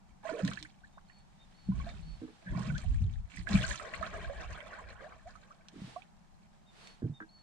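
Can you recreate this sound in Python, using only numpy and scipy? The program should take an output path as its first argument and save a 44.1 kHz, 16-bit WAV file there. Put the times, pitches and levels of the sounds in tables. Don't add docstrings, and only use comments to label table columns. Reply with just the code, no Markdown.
import sys
import numpy as np
from scipy import signal
from scipy.fft import rfft, irfft, next_fast_len
from scipy.io import wavfile
from scipy.ndimage import map_coordinates

SR = 44100
rng = np.random.default_rng(int(sys.argv[2]) if len(sys.argv) > 2 else 0)


def store_pcm(level_fs):
    pcm = np.round(np.clip(level_fs, -1, 1) * 32767).astype(np.int16)
    wavfile.write(sys.argv[1], SR, np.atleast_2d(pcm).T)


N = 327486

# start_s, entry_s, length_s, churn_db, spray_db, spray_change_db (over the stroke), churn_pan_db
BLADE_STROKES = [(0.227, 0.055, 0.32, -45.5, -61, 5.5, -11), (1.737, 0.18, 0.2, -50, -52.5, -14, -3.5),
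                 (2.408, 0.19, 0.42, -49.5, -64.5, 7.5, -9.5), (2.796, 0.041, 0.32, -69, -62, -7, -10),
                 (3.292, 0.06, 0.093, -69, -49.5, -9.5, -7), (3.456, 0.055, 0.3, -42.5, -48.5, 0.5, -3.5),
                 (3.765, 0.072, 0.14, -42, -72, -11, 3.5), (3.909, 0.038, 1.25, -48, -58, -17, -0.5),
                 (5.188, 0.11, 0.89, -65, -67, -28, 0)]
# start_s, level_db, pitch_hz, pan_db
DRIP_EVENTS = [(.252, -35, 641, -11), (.289, -32.5, 626, -6), (.291, -33, 1420, -15),
               (0.478, -30.5, 1680, -24), (0.515, -33, 1263, 4), (.573, -31.5, 1570, -21),
               (1.718, -45.5, 984, -15.5), (1.798, -42, 1090, -4), (1.815, -43, 2120, -13),
               (1.098, -46, 1780, -12), (1.866, -39.5, 688, -7), (2.701, -34.5, 1450, -26),
               (2.841, -43.5, 735, -11), (3.372, -33, 1904, -17), (3.471, -25, 1570, -20),
               (3.554, -24.5, 2270, 29), (3.629, -26.5, 2650, 25), (3.639, -26.5, 1496, 9),
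               (3.71, -27, 1600, -25), (3.742, -34.5, 1320, -13), (3.797, -32.5, 1230, -16),
               (3.937, -26.5, 1844, 20), (4.01, -37.5, 650, -9), (4.027, -24, 1213, -18),
               (4.296, -34, 561, -8), (4.604, -34.5, 1970, -11), (4.731, -37, 1430, -20),
               (5.121, -42, 1296, 8), (5.354, -42.5, 1240, -13), (5.961, -34, 685, -8.5),
               (6.02, -43, 2270, -17)]
# start_s, level_db, pitch_hz
GULP_EVENTS = [(0.432, -21.5, 191.2), (0.447, -30.5, 274.6), (0.612, -46, 309), (1.688, -19, 193),
               (2.46, -35.5, 186), (2.694, -26, 148.6), (3.02, -21, 95.5), (3.5, -25.5, 200.6),
               (3.54, -13, 193.5), (5.818, -33, 193.2)]
# start_s, end_s, first_hz, last_hz, level_db
GURGLE_EVENTS = [(0.236, 0.256, 926, 750, -45.5), (0.311, 0.422, 422, 532, -36),
                 (0.649, 0.66, 1380, 2500, -46), (0.835, 0.855, 1460, 1910, -53),
                 (0.974, 0.987, 636, 1920, -48.5), (2.456, 2.527, 1604, 1910, -49),
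                 (2.529, 2.627, 887, 1085, -46), (2.741, 2.775, 1286, 1780, -42.5),
                 (4.125, 4.209, 376, 459, -48), (4.754, 4.806, 734, 1080, -48.5),
                 (5.005, 5.085, 438, 745, -49), (5.255, 5.296, 605, 850, -48.5),
                 (5.506, 5.525, 1120, 1470, -48.5), (5.73, 5.889, 287.7, 164.9, -47)]
# start_s, level_db (before the bounce levels), favoured_hz
KNOCK_EVENTS = [(2.217, -43.5, 308), (2.279, -55, 455), (7.021, -36.5, 274), (7.039, -35, 150),
                (7.05, -41.5, 242), (7.096, -41.5, 136), (7.203, -44.5, 1190), (7.207, -50.5, 330)]
# start_s, level_db (before the tone filter)
SPATTER_EVENTS = [(0.45, -37), (.477, -33.5), (.535, -38), (0.627, -35), (2.781, -38), (3.49, -35.5),
                  (5.685, -44.5), (6.873, -42.5)]
# mode_hz, level_db, t60_s
OAR_MODES = [(136.7, 10, 0.06), (237.7, 0.5, 0.11), (322.2, -2, 0.099), (430, -11.5, 0.13),
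             (977, -0.5, 0.012), (1346, 7, 0.013), (1564, -4.5, 0.085), (1730, -2, 0.043)]
# start_s, low_note_db, high_note_db
BIRD_CALLS = [(.925, -72, -67), (1.388, -62, -67), (1.872, -58, -63), (6.655, -64, -62), (7.132, -59, -61)]
# middle_s, half_length_s, level_db
CLOTH_SWISHES = [(2.086, 0.73, -65.5), (5.88, 0.12, -56.5), (6.848, 0.11, -57.5)]
# start_s, length_s, rumble_db, slosh_db
HULL_SHOVES = [(0.413, 0.091, -44.5, -34.5), (1.656, 0.48, -40, -46), (2.487, 0.27, -33.5, -33.5),
               (2.812, 0.32, -29, -46.5), (2.987, 0.1, -25, -37.5), (3.329, 0.14, -40, -41),
               (3.48, 0.2, -32, -32), (3.921, 0.61, -43, -53.5), (4.63, 0.77, -55, -85)]

# frequency_hz, relative_db (per Hz)
CHURN_SPECTRUM = [(200, 9), (400, -4.5), (650, 3), (900, -4), (1400, 1), (2000, -4), (3000, -15),
                  (5500, -31.5)]
# frequency_hz, relative_db (per Hz)
SPRAY_SPECTRUM = [(1100, 3), (2000, 5), (3000, 2), (4000, 1.5), (5200, -5.5), (7500, -3), (9300, -10.5),
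                  (11000, -49), (14500, -70)]
# frequency_hz, relative_db (per Hz)
RUMBLE_SPECTRUM = [(15, -27.5), (30, -0.5), (55, 3), (90, -3.5), (125, -13.5), (200, -50.5)]
# frequency_hz, relative_db (per Hz)
SLOSH_SPECTRUM = [(80, -23), (130, 4.5), (195, 5.5), (260, -13.5), (400, -19), (600, -40)]
# frequency_hz, relative_db (per Hz)
CLOTH_SPECTRUM = [(300, 11), (4000, 7), (6500, -2), (9000, -4.5), (11500, -18.5), (14500, -33)]
# frequency_hz, relative_db (per Hz)
AIR_SPECTRUM = [(25, 4.5), (45, -27.5), (115, -10.5), (195, -3.5), (260, -17), (480, -28.5), (780, -15.5),
                (1150, -24.5), (2600, -34.5), (7500, -38), (14500, -57)]

TOP_HZ = 14500
CHURN_SAG_DB = 10.5
CHURN_T60_S, SPRAY_T60_S = 0.15, 0.52
LAP_DB, FIZZ_DB = -83, -82
CHURN_CLUMP_DB, SPRAY_CLUMP_DB = 3, 4.5
SHOVE_RISE_S, SHOVE_T60_S = 0.047, 0.42
RUMBLE_SAG_DB, SLOSH_SAG_DB = 3.5, 10.5
DRIFT_DB, DRIFT_DB_PER_S = -66, -0.92
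DRIP_T60_S, DRIP_GLIDE = 0.066, 0.52
RAGGED_S = 0.26
SPRAY_LAG_S = 7e-5
NEAR_LEAD_S = 2e-4


def amp(db):
    return 10 ** (np.asarray(db) / 20)


def unit(x):
    return x / np.sqrt(np.mean(x ** 2) + 1e-20)


def along(points, hz):
    f, db = np.transpose(points)
    inside = np.interp(np.log(hz + 1), np.log(f), db)
    treble_fall = 1 + (hz / f[-1] / 2) ** 10
    bass_fall = np.minimum(hz / f[0], 1) ** 2
    return amp(inside) / treble_fall * bass_fall


def wobble(rate, size=N):
    knots = rng.standard_normal(int(size * rate / SR) + 4)
    return map_coordinates(knots, [np.arange(size) * rate / SR])


def filtered(x, response):
    m = next_fast_len(N + SR // 2)
    spectrum = rfft(x, m) * response(np.fft.rfftfreq(m, 1 / SR))
    return irfft(spectrum, m)[..., :N]


def noise(spectrum):
    return unit(filtered(rng.standard_normal((2, N)), lambda hz: along(spectrum, hz)))


def panned(pan_db):
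    gains = amp(np.array([pan_db, -pan_db]).reshape(2, -1) / 2)
    return gains / np.sqrt(np.mean(gains ** 2, axis=0))


def lagged(x, lag_s):
    right = filtered(x[1], lambda hz: np.exp(-2j * np.pi * hz * lag_s))
    return np.array([x[0], right])


def add(out, s, sound):
    part = out[..., max(round(s * SR), 0):][..., :sound.shape[-1]]
    part += sound[..., :part.shape[-1]]


def reflections(x, t60):
    t = np.arange(SR // 6) / SR
    tail = rng.standard_normal((2, len(t))) * amp(-60 * t / t60) * (t > .001)
    tail /= np.linalg.norm(tail, axis=1, keepdims=True)
    wet = signal.fftconvolve(x, tail, axes=1)[:, :N]
    return filtered(wet, lambda hz: hz ** 2 / (hz ** 2 + 380 ** 2))


def gesture(start, rise_s, length_s, change_db, t60):
    t = np.arange(N) / SR - start
    held_db = change_db * np.clip(t / length_s, 0, 1)
    decay_db = -60 * np.maximum(t - length_s, 0) / t60
    return np.clip(t / rise_s, 0, 1) * amp(held_db + decay_db)


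def bubble(t, hz, t60, rise, attack):
    tone = np.sin(2 * np.pi * hz * t * (1 + rise * t / t60 / 2))
    return tone * amp(-60 * t / t60) * (1 - np.exp(-t / attack))


def swarm(spectrum, low_hz, high_hz, rate, cycles, rise, scatter_db, width_db):
    when, size, loud, place, life = rng.random((int(rate * N / SR), 5)).T
    hz = low_hz * (high_hz / low_hz) ** size
    t60 = cycles * (.5 + life) / hz
    gain = along(spectrum, hz) * hz * amp(scatter_db * loud ** 2)
    length = (t60 * SR / 2).astype(int) + 1
    which = np.repeat(np.arange(len(hz)), length)
    age = np.arange(len(which)) - (np.cumsum(length) - length)[which]
    rings = bubble(age / SR, hz[which], t60[which], rise * life[which], .5 / hz[which])
    rings *= gain[which]
    at = (when * N).astype(int)[which] + age
    sides = panned(width_db * (2 * place - 1))
    return unit(np.array([np.bincount(at, rings * side[which], N)[:N] for side in sides]))


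def lake_air():
    return amp(-61.5 + 0.28 * wobble(3.0)) * noise(AIR_SPECTRUM)


def whistle(length, first_hz, last_hz, arch_hz):
    u = np.linspace(0, 1, int(length * SR))
    arch = np.sin(np.pi * u).clip(0)
    glide_hz = first_hz + (last_hz - first_hz) * u + arch_hz * arch
    hz = glide_hz + 20 * wobble(200, size=len(u))
    flicker = amp(1.2 * wobble(45, size=len(u)))
    return arch * flicker * np.sin(2 * np.pi * np.cumsum(hz) / SR)


def bird():
    out = np.zeros(N)
    for s, low_db, high_db in BIRD_CALLS:
        add(out, s, amp(low_db) * whistle(.068, 3610, 3560, 110))
        add(out, s + .155, amp(high_db) * whistle(.018, 4400, 4150, 0))
        add(out, s + .16, amp(high_db) * whistle(.155, 4410, 4330, 30))
    return out + amp(-14.5) * reflections(out[None], t60=0.18)


def clothes():
    t = np.arange(N) / SR
    swell = sum(amp(db) * np.exp(-((t - s) / half) ** 2) for s, half, db in CLOTH_SWISHES)
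    return swell * noise(CLOTH_SPECTRUM) * panned(-2.5)


def heave():
    shaken = amp(DRIFT_DB + DRIFT_DB_PER_S * np.arange(N) / SR)
    sloshed = 0
    for start, length, rumble_db, slosh_db in HULL_SHOVES:
        shake = gesture(start, SHOVE_RISE_S, length, -RUMBLE_SAG_DB, SHOVE_T60_S)
        surge = gesture(start, SHOVE_RISE_S, length, -SLOSH_SAG_DB, SHOVE_T60_S)
        shaken = np.hypot(shaken, amp(rumble_db) * shake)
        sloshed = np.hypot(sloshed, amp(slosh_db) * surge)
    uneven = amp(9.9 * np.tanh([wobble(21), wobble(25)]))
    rumble = unit(noise(RUMBLE_SPECTRUM) * uneven)
    slosh = swarm(SLOSH_SPECTRUM, 120.16, 410.6, rate=110, cycles=44, rise=0.026,
                  scatter_db=9.0, width_db=16.5)
    return shaken * rumble * panned(2.4) + sloshed * slosh


def knocks():
    out, t = np.zeros((2, N)), np.arange(SR // 3) / SR
    hz, mode_db, t60 = np.transpose(OAR_MODES)[..., None]
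    for s, db, favoured_hz in KNOCK_EVENTS:
        for delay_s, bounce_db in [(0, 9), (.008, -20), (.019, 4.5)]:
            octaves_off = np.abs(np.log2(hz / favoured_hz))
            gains = amp(mode_db - 13.0 * octaves_off + rng.normal(0, 1.5, hz.shape))
            detuned_hz = hz * rng.normal(1, 0.043, hz.shape)
            ring = (gains * bubble(t, detuned_hz, t60, rise=0, attack=1 / hz)).sum(0)
            ring /= np.abs(ring).max()
            add(out, s + delay_s, amp(db + bounce_db) * ring * panned(-4.0))
    return out


def gulps():
    out, t = np.zeros(N), np.arange(SR // 2) / SR
    hull = amp(-12.5) * bubble(t, hz=125.4, t60=0.32, rise=0, attack=0.0094)
    for s, db, hz in GULP_EVENTS:
        boom = bubble(t, hz, t60=0.16, rise=-0.048, attack=0.0042)
        boom += amp(-21.0) * bubble(t, hz * 1.4, t60=0.22, rise=0.1, attack=0.026)
        add(out, s, amp(db + 3 * wobble(100, size=len(t))) * (boom + hull))
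    return out * panned(-1.2)


def gurgles():
    hollows = np.zeros(N)
    for start, end, first_hz, last_hz, db in GURGLE_EVENTS:
        u = np.linspace(0, 1, max(int((end - start) * SR), 2))
        ragged = 1 + ((end - start) / RAGGED_S) ** 2 * wobble(279.7, size=len(u))
        hz = first_hz * (last_hz / first_hz) ** u * ragged
        flutter = unit(amp(3.0 * wobble(86.0, size=len(u))))
        swell = np.sqrt(4 * u * (1 - u))
        add(hollows, start, amp(db) * swell * flutter * np.sin(2 * np.pi * np.cumsum(hz) / SR))
    return hollows * panned(-3.5)


def drips():
    out, t = np.zeros((2, N)), np.arange(SR // 4) / SR
    for s, db, hz, pan_db in DRIP_EVENTS:
        size = 1000 / hz
        t60 = DRIP_T60_S * size ** 1.24
        glide = DRIP_GLIDE * rng.random() / size
        plink = bubble(t, hz, t60, rise=glide, attack=1.8 / hz)
        small_hz = hz * rng.uniform(1.027, 1.54)
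        plink += amp(-1.5) * bubble(t, small_hz, t60 * 0.29, rise=glide, attack=1 / hz)
        add(out, s, amp(db) * plink * panned(pan_db))
    return out


def spatters():
    ticks, t = np.zeros((2, N)), np.arange(SR // 4) / SR
    for s, db in SPATTER_EVENTS:
        add(ticks, s, amp(db) * rng.standard_normal((2, len(t))) * np.exp(-t / 0.0012))
    tone = [(1200, -1), (3600, 9.5), (8000, -1.5), (11500, -24.0)]  # Hz, dB
    return panned(-3.5) * filtered(ticks, lambda hz: along(tone, hz))


def wash():
    stirred, thrown = amp(LAP_DB) * panned(0), amp(FIZZ_DB)
    for start, entry, length, churn_db, spray_db, spray_change_db, pan_db in BLADE_STROKES:
        stir = gesture(start, entry, length, -CHURN_SAG_DB, CHURN_T60_S)
        throw = gesture(start, entry, length, spray_change_db, SPRAY_T60_S)
        stirred = np.hypot(stirred, amp(churn_db) * stir * panned(pan_db))
        thrown = np.hypot(thrown, amp(spray_db) * throw)
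    bubbles = swarm(CHURN_SPECTRUM, 320, 4800, rate=1400, cycles=64, rise=.35,
                    scatter_db=14, width_db=14)
    droplets = swarm(SPRAY_SPECTRUM, 1800, 10500, rate=900, cycles=18, rise=.15,
                     scatter_db=28, width_db=8)
    clumps = np.tanh(wobble(30))
    churn = bubbles + amp(-7.0) * noise(CHURN_SPECTRUM)
    churn = stirred * amp(CHURN_CLUMP_DB * clumps) * churn
    spray = droplets + amp(-2.5) * noise(SPRAY_SPECTRUM)
    spray = thrown * amp(SPRAY_CLUMP_DB * clumps) * spray
    soft_spray = filtered(spray, lambda hz: 1 / (1 + (hz / 11300) ** 10))
    return churn + panned(-6.0) * lagged(soft_spray, SPRAY_LAG_S)


def scene():
    background = lake_air() + bird() + clothes() + heave()
    single_events = knocks() + gulps() + gurgles() + drips() + spatters()
    near = lagged(single_events, -NEAR_LEAD_S) + wash()
    return background + near + amp(-3.5) * reflections(near, t60=0.048)


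def record(dry):
    return filtered(dry, lambda hz: hz < TOP_HZ)


dry = scene()
out = record(dry)
store_pcm(out)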